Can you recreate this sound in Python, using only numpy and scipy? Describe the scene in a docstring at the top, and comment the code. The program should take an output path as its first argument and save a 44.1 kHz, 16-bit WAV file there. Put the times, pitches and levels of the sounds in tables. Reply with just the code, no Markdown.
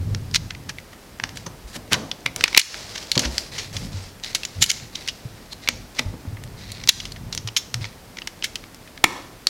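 """A bare room, close to a door frame: a snap-off utility knife chips paint and wood out of a latch recess.
The blade sticks and slips in short cracks, squeaks once and twangs as it springs free. The frame thuds,
hand and sleeve rub along, and a camera body rumbles in the other hand. The room answers over its own
faint hiss. The camera's gain control ducks after the hardest cracks, which clip."""
import sys
import numpy as np
from scipy import signal
from scipy.fft import rfft, irfft, next_fast_len
from scipy.io import wavfile
from scipy.ndimage import uniform_filter1d, map_coordinates

SR = 44100
rng = np.random.default_rng(int(sys.argv[2]) if len(sys.argv) > 2 else 0)


def pcm_store(signal):
    """Save signal as 16-bit PCM."""
    levels = np.round(np.clip(np.atleast_2d(signal), -1, 1) * 32767)
    wavfile.write(sys.argv[1], SR, levels.astype(np.int16).T)


N = 418509


def amp(db):
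    """Decibels to gain."""
    return 10 ** (np.asarray(db) / 20)


def unit(x):
    """Scale to rms 1."""
    return x / np.sqrt(np.mean(x ** 2) + 1e-20)


def along(points, hz):
    """Interpolate (freq_hz, value) points on a log axis."""
    freq_hz, values = np.transpose(points)
    return np.interp(np.log(hz + 1), np.log(freq_hz + 1), values)


def wobble(rate_hz):
    """Smooth random curve with knots at rate_hz."""
    knots = rng.standard_normal(int(N * rate_hz / SR) + 4)
    return map_coordinates(knots, [np.arange(N) * rate_hz / SR])


def noise(spectrum, size):
    """Noise of rms 1 with a given spectrum."""
    n_fft = next_fast_len(size)
    hz = np.fft.rfftfreq(n_fft, 1 / SR)
    phases = np.exp(2j * np.pi * rng.random(len(hz)))
    return unit(irfft(amp(along(spectrum, hz)) * phases, n_fft)[:size])


def burst(spectrum, envelope):
    """Shaped noise under an envelope, scaled to the envelope's energy."""
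    x = noise(spectrum, len(envelope)) * envelope
    return x * np.linalg.norm(envelope) / (np.linalg.norm(x) + 1e-12)


def swell(length_s, attack_s, release_s, sag_db_per_s=0):
    """Envelope of a movement: sets in, holds or sags, dies away."""
    t = np.arange(SR) / SR
    release = np.exp(-np.maximum(t - length_s, 0) / release_s)
    return (1 - np.exp(-t / attack_s)) * amp(-sag_db_per_s * t) * release


def add(track, start_s, sound):
    """Mix a sound into a track."""
    start = max(round(start_s * SR), 0)
    part = track[start:start + len(sound)]
    part += sound[:len(part)]


def lag(x, time_s):
    """One-pole smoothing."""
    pole = np.exp(-1 / (time_s * SR))
    return signal.lfilter([1 - pole], [1, -pole], x)


def peak(hz, centre_hz, half_width_hz):
    """Resonance curve of height 1."""
    return 1 / (1 + ((hz - centre_hz) / half_width_hz) ** 2)


def causal(gain):
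    """Minimum-phase response: rings only after it is struck."""
    cepstrum = irfft(np.log(np.maximum(gain, 1e-6)))
    half = len(cepstrum) // 2
    return np.exp(rfft(cepstrum * np.r_[1, np.full(half - 1, 2), 1, np.zeros(half - 1)]))


# Background air: freq_hz, density_db
AIR_SPECTRUM = [(18, -27), (30, 1), (103, -4), (214, -4), (402, -8.5), (735, -11.5), (981, -14.5),
                (1610, -17), (2100, -17.5), (2270, -19), (3030, -21), (4860, -24), (7390, -25.5),
                (14600, -28.5), (15800, -33)]


def room_tone(level_db=-45):
    """Steady low room tone and hiss."""
    return amp(level_db) * noise(AIR_SPECTRUM, N)


# Reverberation time: freq_hz, t60_s
ROOM_DECAY = [(100, 0.14), (400, 0.67), (2000, 0.5), (6000, 0.54), (10000, 0.39), (16000, 0.48)]
# Colour of the reverberation: freq_hz, gain_db
WALL_COLOUR = [(100, 7), (900, 5.5), (1600, 0), (3000, -4.5), (5500, -0.5), (15000, 1.5)]


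def room_response(near_db=-22, near_decay_s=0.019, tail_db=-15, build_s=0.00043):
    """The near door leaf answers at once; the bare room builds up and dies away."""
    hz, frame_s, bands = signal.stft(rng.standard_normal(SR * 3 // 4), SR, nperseg=256)
    band_db = along(WALL_COLOUR, hz)[:, None] - 60 * frame_s / along(ROOM_DECAY, hz)[:, None]
    tail = signal.istft(bands * amp(band_db), SR, nperseg=256)[1]
    t = np.arange(len(tail)) / SR
    tail *= 1 - np.exp(-t / build_s)
    near = rng.standard_normal(len(t)) * np.exp(-t / near_decay_s) * (t > 0.002)
    return amp(tail_db) * tail / np.linalg.norm(tail) + amp(near_db) * near / np.linalg.norm(near)


# Knife's send to the room, low while the fist is cupped over it: time_s, gain_db
KNIFE_SEND = [(0, -3), (.7, -9), (1.3, 2.5), (1.9, 0.5), (2.6, -4), (3.2, 2.5), (5.7, -0.5), (6.9, -1),
              (7.6, -0.5), (9.49, 2)]


def room_echoes(knife, thuds, thud_send_db=8, segments=16):
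    """Echoes change as knife and camera move; the broad frame radiates more than the small blade."""
    knife_send_db = np.interp(np.arange(N) / SR, *np.transpose(KNIFE_SEND))
    send = amp(knife_send_db) * knife + amp(thud_send_db) * thuds
    track, step = np.zeros(N), N // segments + 1
    for start in range(0, N, step):
        add(track, start / SR, signal.fftconvolve(send[start:start + step], room_response()))
    return track


# Camera body rumble: freq_hz, density_db
CAMERA_SPECTRUM = [(20, -18), (45, 1), (68, -8.5), (100, 5.5), (125, -0.5), (170, -5), (250, -12.5),
                   (400, -23.5), (900, -34.5), (2500, -60)]
# Grip shifts: start_s, length_s, level_db
GRIP_SHIFTS = [(0, .2, -27.5), (0.236, 0.22, -31.5), (.51, .2, -37.5), (1.218, 0.34, -42.5),
               (1.74, 0.25, -43), (2.28, .25, -43), (3.173, 0.38, -43.5), (3.65, 0.12, -38),
               (3.74, .2, -31), (4.57, 0.055, -30), (4.717, 0.13, -46), (5.268, 0.081, -46),
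               (5.71, .11, -40.5), (6.025, 0.11, -36.5), (6.29, 0.4, -36), (6.65, .42, -38.5),
               (7.103, 0.28, -34), (7.758, 0.042, -33)]
# Hand bumps on the camera: start_s, level_db, pitch_hz, decay_s
CAMERA_BUMPS = [(0, -16.5, 88, 0.05), (.06, -18, 102.2, 0.076), (0.414, -20, 100, 0.016),
                (1.645, -25.5, 50.5, 0.023), (3.256, -18, 62.4, 0.049), (3.94, -20, 93.3, 0.049),
                (4.557, -25, 95, 0.042), (4.823, -23.5, 114, 0.016), (5.252, -13.5, 123, 0.0092),
                (6.058, -22, 48, 0.04), (6.06, -12, 91.5, 0.015), (6.274, -15, 91, 0.015),
                (6.325, -16.5, 106, 0.016), (7.446, -19.5, 112, 0.03), (7.745, -19.5, 117, 0.043),
                (7.807, -17, 108, 0.024), (9.042, -31, 74.6, 0.016)]


def camera_handling(rest_db=-54, grip_trim_db=-2, lumpy_db=2, bump_trim_db=-1, bump_attack_s=0.005):
    """The shifting grip rumbles through the camera body; each bump rings its low mode."""
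    power = np.full(N, amp(rest_db) ** 2)
    for start_s, length_s, level_db in GRIP_SHIFTS:
        shift = amp(level_db) * swell(length_s, attack_s=0.012, release_s=0.057)
        add(power, start_s, shift ** 2)
    track = np.sqrt(power) * amp(grip_trim_db + lumpy_db * wobble(20)) * noise(CAMERA_SPECTRUM, N)
    t = np.arange(SR // 3) / SR
    for start_s, level_db, pitch_hz, decay_s in CAMERA_BUMPS:
        envelope = np.exp(-t / decay_s) * (1 - np.exp(-t / bump_attack_s))
        add(track, start_s, amp(level_db + bump_trim_db) * envelope * np.sin(2 * np.pi * pitch_hz * t))
    return track


# Skin and cloth sliding: freq_hz, density_db
SLIDE_SPECTRUM = [(200, -5), (500, 5), (1200, -3), (2200, -1), (3200, -2), (5000, 3.5), (6600, -4),
                  (8500, -10.5), (12000, -26.5), (16000, -28)]
# Fizz of catching surfaces and splinters: freq_hz, density_db
FIZZ_SPECTRUM = [(4000, -37), (7000, 6), (8500, 1.5), (11500, -0.5), (15000, -16), (17000, -0.5)]
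# Edge dragged along the grain: freq_hz, density_db
RASP_SPECTRUM = [(700, -30), (1400, -14), (1950, 0), (2600, -4), (3100, -8), (4100, 2), (4800, -3.5),
                 (6200, -9), (12000, -32)]
# Strokes of hand, sleeve and blade: start_s, length_s, level_db, fizz_rel_db, rasp_rel_db
STROKES = [(0, 0.5, -56, -14, -10), (1.348, 0.033, -42.5, -13, -14), (1.669, .07, -48.5, -4, -12),
           (2.373, 0.18, -38, -19, -15), (2.685, 0.18, -37, -14, -7), (2.887, 0.22, -40, -18, -18),
           (3.193, 0.067, -33.5, -14, -10), (3.301, .15, -39.5, -8, -7), (3.513, 0.14, -40.5, -9, 2),
           (3.726, 0.14, -39.5, -9, -14), (3.915, 0.14, -41, -25, -12), (4.227, 0.079, -42, -7, 6.5),
           (4.37, 0.3, -48, -12, -4), (4.65, 0.18, -47, -10, 5), (4.923, 0.13, -46, -9, 2.5),
           (5.12, .43, -51.5, -18, -10), (5.615, 0.024, -48, -16, 6), (5.946, 0.032, -44.5, -16, 1),
           (6.567, 0.27, -52.5, -16, 9.5), (6.95, 0.14, -54, -10, 5), (7.317, 0.02, -46, -21, -3),
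           (7.806, 0.015, -43, -22, 4.5)]


def rubbing(rest_db=-56.5, grain_db=1.5, grit_db=4):
    """Skin, cloth and steel slide and fizz where they catch; the edge rasps. Each stroke slows."""
    catching = amp(wobble(40))
    slide = unit(noise(SLIDE_SPECTRUM, N) * amp(grain_db * wobble(500)) * catching)
    fizz = unit(noise(FIZZ_SPECTRUM, N) * amp(grain_db * wobble(1200)) * catching ** 2)
    rasp = unit(noise(RASP_SPECTRUM, N) * amp(grit_db * wobble(350)) * catching)
    slide_power, fizz_power, rasp_power = np.full(N, amp(rest_db) ** 2), np.zeros(N), np.zeros(N)
    for start_s, length_s, level_db, fizz_rel_db, rasp_rel_db in STROKES:
        stroke = amp(level_db) * swell(length_s, attack_s=0.0073, release_s=0.048, sag_db_per_s=11.5)
        add(slide_power, start_s, stroke ** 2)
        add(fizz_power, start_s, (amp(fizz_rel_db) * stroke) ** 2)
        add(rasp_power, start_s, (amp(rasp_rel_db) * stroke) ** 2)
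    return np.sqrt(slide_power) * slide + np.sqrt(fizz_power) * fizz + np.sqrt(rasp_power) * rasp


# Ticks, flakes and blade cracks: freq_hz, density_db
CRACK_SPECTRUM = [(700, -67), (1200, -11), (2100, 0), (3500, -0.5), (6000, 1), (7300, -6.5), (8500, -10.5),
                  (12000, -33)]


def ticks_and_flakes(tick_count=70, tick_db=-45, flakes_per_stroke=5, flake_rel_db=1, spread_db=3.5):
    """The handle ticks in the fist; paint flakes break off under every stroke."""
    track, t = np.zeros(N), np.arange(SR // 50) / SR
    envelope = np.exp(-t / 0.0007)
    clicks = [(at * N / SR, tick_db) for at in rng.random(tick_count)]
    for start_s, length_s, level_db, _, _ in STROKES:
        for at in rng.random(flakes_per_stroke):
            clicks.append((start_s + at * length_s, level_db + flake_rel_db))
    for start_s, level_db in clicks:
        boost_db = spread_db * min(rng.exponential(), 3)
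        add(track, start_s, amp(level_db + boost_db) * burst(CRACK_SPECTRUM, envelope))
    return track


def tip_squeak(start_s=3.945, length_s=0.135, top_hz=8170, arch_hz=950, waver_hz=35,
               level_db=-56, flicker_db=4):
    """The tip skids over paint; pitch and level rise and fall with its speed."""
    progress = np.clip((np.arange(N) / SR - start_s) / length_s, 0, 1)
    speed = 4 * progress * (1 - progress)
    pitch_hz = top_hz - arch_hz * (1 - speed) + waver_hz * wobble(300)
    envelope = speed * amp(level_db + flicker_db * wobble(70))
    return envelope * np.sin(2 * np.pi * np.cumsum(pitch_hz) / SR)


# Door frame response: freq_hz, density_db
FRAME_SPECTRUM = [(30, -25), (90, -2), (160, -2.5), (230, 5), (300, -1), (390, -13), (470, -5.5),
                  (680, -10), (950, -14), (1300, -16), (4000, -51)]
# Blows on the frame: start_s, level_db, decay_s
FRAME_THUDS = [(1.239, -33.5, 0.0093), (1.466, -31.5, 0.015), (1.757, -31, 0.016), (1.915, -23.5, 0.065),
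               (2.258, -31.5, 0.016), (2.362, -30.5, 0.011), (3.165, -17, 0.024), (3.252, -32, 0.036),
               (4.559, -41, 0.017), (5.688, -31, 0.019), (5.993, -21.5, 0.0074), (6.138, -26, 0.0051),
               (6.25, -23.5, 0.0035), (9.041, -14, 0.0064)]


def frame_thuds(attack_s=0.0014):
    """The door frame takes the heavier pushes as dull thuds."""
    track, t = np.zeros(N), np.arange(SR // 3) / SR
    for start_s, level_db, decay_s in FRAME_THUDS:
        envelope = np.exp(-t / decay_s) * (1 - np.exp(-t / attack_s))
        add(track, start_s, amp(level_db) * burst(FRAME_SPECTRUM, envelope))
    return track


# Modes of the free blade: pitch_hz, gain_db, t60_s
BLADE_MODES = [(3520, -4, .14), (3875, -4, 0.11), (5400, -3, 0.18), (9400, -8, 0.073), (11680, -6, .09),
               (14100, -15, .08)]
# Blade springing free: start_s, level_db
BLADE_TWANGS = [(7.568, -24), (8.445, -43)]


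def blade_twangs():
    """Out of the cut, the undamped steel rings on briefly."""
    track, t = np.zeros(N), np.arange(SR // 3) / SR
    ring = sum(amp(gain_db - 60 * t / t60_s) * np.sin(2 * np.pi * pitch_hz * t)
               for pitch_hz, gain_db, t60_s in BLADE_MODES)
    for start_s, level_db in BLADE_TWANGS:
        add(track, start_s, amp(level_db) * ring)
    return track


# Hollow handle and its steel guide: centre_hz, half_width_hz, gain_db
HANDLE_MODES = [(1607, 170, -3), (2248, 233, -5), (2970, 130, -4), (3383, 400, -2), (3955, 196, -6),
                (4470, 305, -4), (5490, 760, -1.5), (6720, 360, -4.5)]


def handle_response(hz, spread_db=3.5, floor=0.33):
    """The handle's gain curve; the fingers damp its modes differently every time."""
    return floor + sum(amp(gain_db + spread_db * rng.standard_normal()) * peak(hz, centre_hz, width_hz)
                       for centre_hz, width_hz, gain_db in HANDLE_MODES)


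def fibre_tear(t, rise_s, decay_s, grit_db=1, snap=0.37, snap_s=0.0006, after_db=-24, after_s=0.013):
    """Force spectrum of one crack: fibres tear ever faster, snap at t = 0, and a few more give way."""
    main_tear = np.exp(np.where(t < 0, t / rise_s, -t / decay_s))
    last_fibres = amp(after_db) * np.exp(-np.abs(t) / after_s) * (t > 0)
    envelope = np.hypot(main_tear, last_fibres)
    slips = amp(grit_db * unit(uniform_filter1d(rng.standard_normal(len(t)), size=40)))
    letting_go = 1 + snap * np.exp(-np.abs(t) / snap_s)
    spectrum = rfft(envelope * slips * letting_go * rng.standard_normal(len(t)))
    band_power = np.abs(uniform_filter1d(np.abs(spectrum) ** 2, size=70) + 1e-12)
    whitened = spectrum * causal(band_power ** -0.5)
    return np.linalg.norm(envelope) * whitened


# Knock of the wood: freq_hz, density_db
WOOD_SPECTRUM = [(60, -6.5), (200, -3.5), (320, -0.5), (430, -3.5), (620, -10), (930, 4), (1130, 0.5),
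                 (1330, 3.5), (1560, -7.5), (1850, 3), (2300, -25), (5000, -60)]
# Blade cracks in the wood: snap_s, level_db, rise_s, decay_s, ring_hz, lift_db, wood_db, fizz_db
BLADE_CRACKS = [(0.148, -18.5, .0004, 0.0015, 1500, 3, -16, -17),
                (0.313, -28.5, .0003, 0.00048, 5000, 6, -15, -8),
                (0.3417, -18, .0004, 0.0013, 4300, -6, -25, -18),
                (0.3461, -5.5, 0.00028, 0.00079, 1520, 0, -34, -12),
                (0.3601, -10.5, .006, 0.0053, 4080, -4, -18.5, -14),
                (0.5075, -19.5, 0.0012, 0.0013, 1520, 7, -16, -24),
                (0.5497, -28, .0008, 0.0021, 2220, 16, -18, -27),
                (0.6938, -23.5, .0019, 0.0065, 1590, 3, -9, -12),
                (0.7853, -23, 0.00043, 0.0011, 2150, 20, -27, -18),
                (0.933, -42, 0.0058, .008, 1910, 9, 1, -14),
                (1.1999, -18, .0009, 0.001, 1620, 21, -4.5, -29),
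                (1.2389, -11, 0.001, 0.00086, 1670, 10.5, -6, -20),
                (1.2926, -28, 0.001, .0009, 1690, 3, -10, -13),
                (1.372, -25.5, 0.0005, 0.0028, 1620, -3, -18, -7.5),
                (1.466, -29, 0.0022, 0.0054, 6150, 9, -1, -11),
                (1.765, -31.5, 0.021, 0.0046, 1680, 7, -9, -5),
                (1.925, -16, 0.0049, 0.0065, 1520, 13, -6, -12),
                (1.9324, -3, 0.0007, 0.00068, 3060, 5, -20, -6.5),
                (1.9419, -12.5, 0.0033, .007, 1610, 7, -4, -19),
                (2.1147, -14.5, 0.00035, 0.0021, 3280, 9, -15, -23),
                (2.2629, -7, .0013, 0.00094, 2200, 14, -10.5, -16.5),
                (2.3619, -17, 0.00018, 0.0013, 6040, -2, -9.5, -0.5),
                (2.4098, -12.5, 0.00019, 0.0014, 1570, 9, -12, -17),
                (2.44, 5.5, 0.00047, 0.00095, 2400, 10.5, -11.5, -17.5),
                (2.459, -17, .0008, .0015, 1730, 24, -10, -15),
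                (2.4801, -15.5, .0017, 0.0032, 1480, 3, -10, -18),
                (2.5295, -19, .0005, .0007, 2200, 8, -7, -16),
                (2.549, -3.5, 0.0011, 0.00038, 2340, 16, -16, -22),
                (2.5679, -10.5, 0.0023, .0009, 2300, 10, -7, -11),
                (2.5765, 15.5, .0007, 0.0023, 2300, 0.5, -22, -11),
                (2.5961, 0.5, .004, 0.0044, 2300, -2, -35, -6.5),
                (2.6158, -6, 0.0013, 0.0021, 4370, 9, -39, -19),
                (2.7438, -17.5, .0008, .0009, 1600, 12, -13, -20),
                (2.9605, -24.5, 0.0059, 0.0027, 1800, -6, -11, -19),
                (2.98, -27, 0.0066, 0.0055, 1670, -2, -24, -15),
                (3.027, -31, .0003, .006, 3050, -4, -16, -12),
                (3.117, -6, 0.00024, 0.0018, 4260, 7.5, -42, -11),
                (3.155, -19.5, 0.0014, 0.0056, 4030, -8, -12, -17),
                (3.1778, -6.5, .0003, 0.0028, 4440, 3, -30, -16),
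                (3.1934, -10, 0.00029, 0.005, 6400, -1, -27, -9),
                (3.234, -26, .0009, 0.0073, 1530, 14, -17, -19),
                (3.257, -21, 0.0097, 0.004, 1590, 6, -17, -18),
                (3.3815, -6, 0.00043, .001, 4840, 4.5, -33, -15),
                (3.582, -24.5, 0.00067, 0.025, 2130, -12, -12, -17),
                (3.7668, -19.5, 0.00035, 0.0034, 3500, -1, -27, -17),
                (4.237, -20.5, 0.00035, 0.0016, 3870, 10, -28, -17),
                (4.2464, -15.5, 0.00023, 0.00055, 4000, 9, -31, -20),
                (4.3493, -12.5, 0.0006, 0.0065, 3900, -2, -15.5, -8),
                (4.4336, -21, .0004, 0.0032, 2740, 9, -23, -14),
                (4.4512, -16.5, 0.00023, 0.0024, 7100, 6, -24, -12),
                (4.6258, -5.5, 0.0046, 0.0078, 7130, 7, -24, -9),
                (4.64, -6.5, 0.00055, .002, 3730, 2, -44, -5),
                (4.6628, -14, .0002, 0.00081, 4890, 3, -29, -5),
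                (4.7041, -10, 0.0059, 0.0025, 6800, 6, -40, -11.5),
                (4.7154, -13, 0.001, 0.0022, 6100, -4, -38, -7),
                (4.956, -19.5, 0.0016, 0.0032, 3550, 9, -27, -18),
                (5.0772, -19, 0.00091, 0.0018, 2120, 1, -23, -11),
                (5.0848, -17, 0.00051, 0.0075, 2980, 6, -23, -17),
                (5.5325, -28, 0.0084, 0.00068, 4130, 6, -12, -11),
                (5.676, -13.5, 0.00032, 0.0019, 2250, 14, -14, -30),
                (5.6879, 0.5, 0.00027, 0.00096, 2250, -1.5, -24, -19),
                (5.9945, -11, 0.0035, 0.0021, 2200, 7, -9.5, -14.5),
                (6.3698, -34, .0003, .0025, 1950, 26, -4, -17),
                (6.438, -31, .0003, .0018, 1830, 5, -14, -2.5),
                (6.7188, -25.5, .0004, 0.0026, 4250, 13, -19, -2),
                (6.8391, -24, 0.0012, 0.002, 1980, 7, -18, -16),
                (6.875, -13.5, .0002, 0.0017, 4370, -7, -13, -13),
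                (6.892, 2.5, 0.0017, 0.0035, 3870, -1, -22, -10.5),
                (7.002, -20.5, .0002, 0.0028, 3180, 7, -27, -19),
                (7.0535, -25, .0002, 0.0051, 3050, 3, -12, -16),
                (7.121, -26.5, 0.00088, 0.0021, 4450, 10, -15, -8),
                (7.162, -36, 0.00055, .0086, 1880, 15, -8, -20),
                (7.3265, -23, 0.00049, 0.0083, 4100, 2, -17, -15),
                (7.35, -16, 0.00028, 0.00052, 6000, 6, -11, -5),
                (7.3771, -14, 0.00024, 0.0017, 6470, 1, -21, -16),
                (7.475, -22.5, 0.00026, 0.0036, 3580, -8, -10, -10.5),
                (7.4877, -25.5, 0.0045, .0019, 2960, 10, -9, -28),
                (7.566, -8, 0.00084, 0.0025, 3250, 2, -19.5, -19),
                (7.572, -14, .0025, 0.0073, 6640, -3, -28, -11.5),
                (7.743, -12, 0.00065, 0.0012, 1540, 0, -12, -10),
                (7.8433, -19, 0.00036, .001, 2090, 7, -9, -28),
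                (7.8528, -25.5, 0.00057, 0.0027, 2010, 8, -6, -29),
                (8.1713, -27, .0008, .0016, 2110, 4, -9, -20),
                (8.187, -22, 0.0012, 0.0013, 2020, 9, -16, -27),
                (8.2195, -25.5, .0009, 0.0023, 2880, 15, -9, -25),
                (8.274, -18.5, .0006, 0.0023, 1930, 3, -11, -9),
                (8.4248, -18, 0.00034, 0.0015, 2860, 13, -14, -28),
                (8.443, -17, 0.003, 0.0083, 1870, 3, -25, -8.5),
                (8.5566, -18, 0.00039, 0.003, 2920, 2, -19, -10.5),
                (8.6402, -31.5, .001, .0012, 2120, 12, -4, -17),
                (8.746, -31.5, .0002, .0009, 5120, 6, -16, -3),
                (8.876, -35.5, 0.00065, 0.0024, 2050, 17, -11, -14),
                (8.9768, -29, .0007, .0013, 1940, 5, -7, -22),
                (9.0417, 6.5, 0.00057, 0.0019, 2220, 12.5, -3.5, -11),
                (9.47, -1.5, 0.00012, 0.0015, 4370, 11, -17.5, -13)]


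def blade_cracks(half_width_hz=290, overtone_ratio=1.66, overtone_db=-13, wood_trim_db=-2,
                 handle_db=-4.5, dull_above_hz=4200, dulling_per_octave=0.34, around_exponent=0.79):
    """Each tear rings the blade, knocks the wood and fizzes. Returns direct and less ringing room feed."""
    direct, around = np.zeros(N), np.zeros(N)
    t = (np.arange(4096) - 1500) / SR
    hz = np.fft.rfftfreq(len(t), 1 / SR)
    steel, wood, fizz = (unit(amp(along(points, hz)))
                         for points in (CRACK_SPECTRUM, WOOD_SPECTRUM, FIZZ_SPECTRUM))
    dulling = dulling_per_octave * np.log2(np.maximum(hz / dull_above_hz, 1))
    for snap_s, level_db, rise_s, decay_s, ring_hz, lift_db, wood_db, fizz_db in BLADE_CRACKS:
        force = amp(level_db) * fibre_tear(t, rise_s, decay_s)
        # ring_hz shifts with how deep the blade is wedged
        overtone = amp(overtone_db) * peak(hz, overtone_ratio * ring_hz, half_width_hz)
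        ring = amp(lift_db) * (peak(hz, ring_hz, half_width_hz) + overtone)
        # more ring, less treble into the handle
        handle = amp(handle_db - dulling * lift_db) * handle_response(hz)
        timber = np.hypot(amp(wood_db + wood_trim_db) * wood, amp(fizz_db) * fizz)
        for track, exponent in ((direct, 1), (around, around_exponent)):
            colour = np.hypot(unit(steel * (ring + handle) ** exponent), timber)
            add(track, snap_s + t[0], irfft(force * causal(colour)))
    return direct, around


def scene():
    """Knife and frame in the room, over handling noise and room tone."""
    cracks, cracks_around = blade_cracks()
    thuds = frame_thuds()
    background = room_tone() + room_echoes(cracks_around, thuds)
    knife = cracks + blade_twangs() + tip_squeak() + ticks_and_flakes()
    return (background + knife + thuds + rubbing() + camera_handling())[None]


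def gain_control(x, threshold_db=-20, slope=0.58, release_db_per_s=72, window_s=0.015, attack_s=0.0044):
    """Short-term power over the threshold pulls the gain down; it recovers at a steady rate."""
    level_db = 10 * np.log10(lag(x ** 2, window_s) + 1e-12)
    cut_db = slope * np.maximum(level_db - threshold_db, 0)
    recovery_db = release_db_per_s * np.arange(N) / SR
    held_db = np.maximum.accumulate(cut_db + recovery_db) - recovery_db
    return x * amp(-lag(held_db, attack_s))


def record(dry, ceiling=0.94, top_hz=15900):
    """Gain control, clipping of what slips past it, band limit."""
    clipped = np.clip(gain_control(dry[0]), -ceiling, ceiling)
    n_fft = next_fast_len(N + SR // 2)
    passband = np.fft.rfftfreq(n_fft, 1 / SR) < top_hz
    return irfft(rfft(clipped, n_fft) * passband, n_fft)[None, :N]


dry = scene()
out = record(dry)
pcm_store(out)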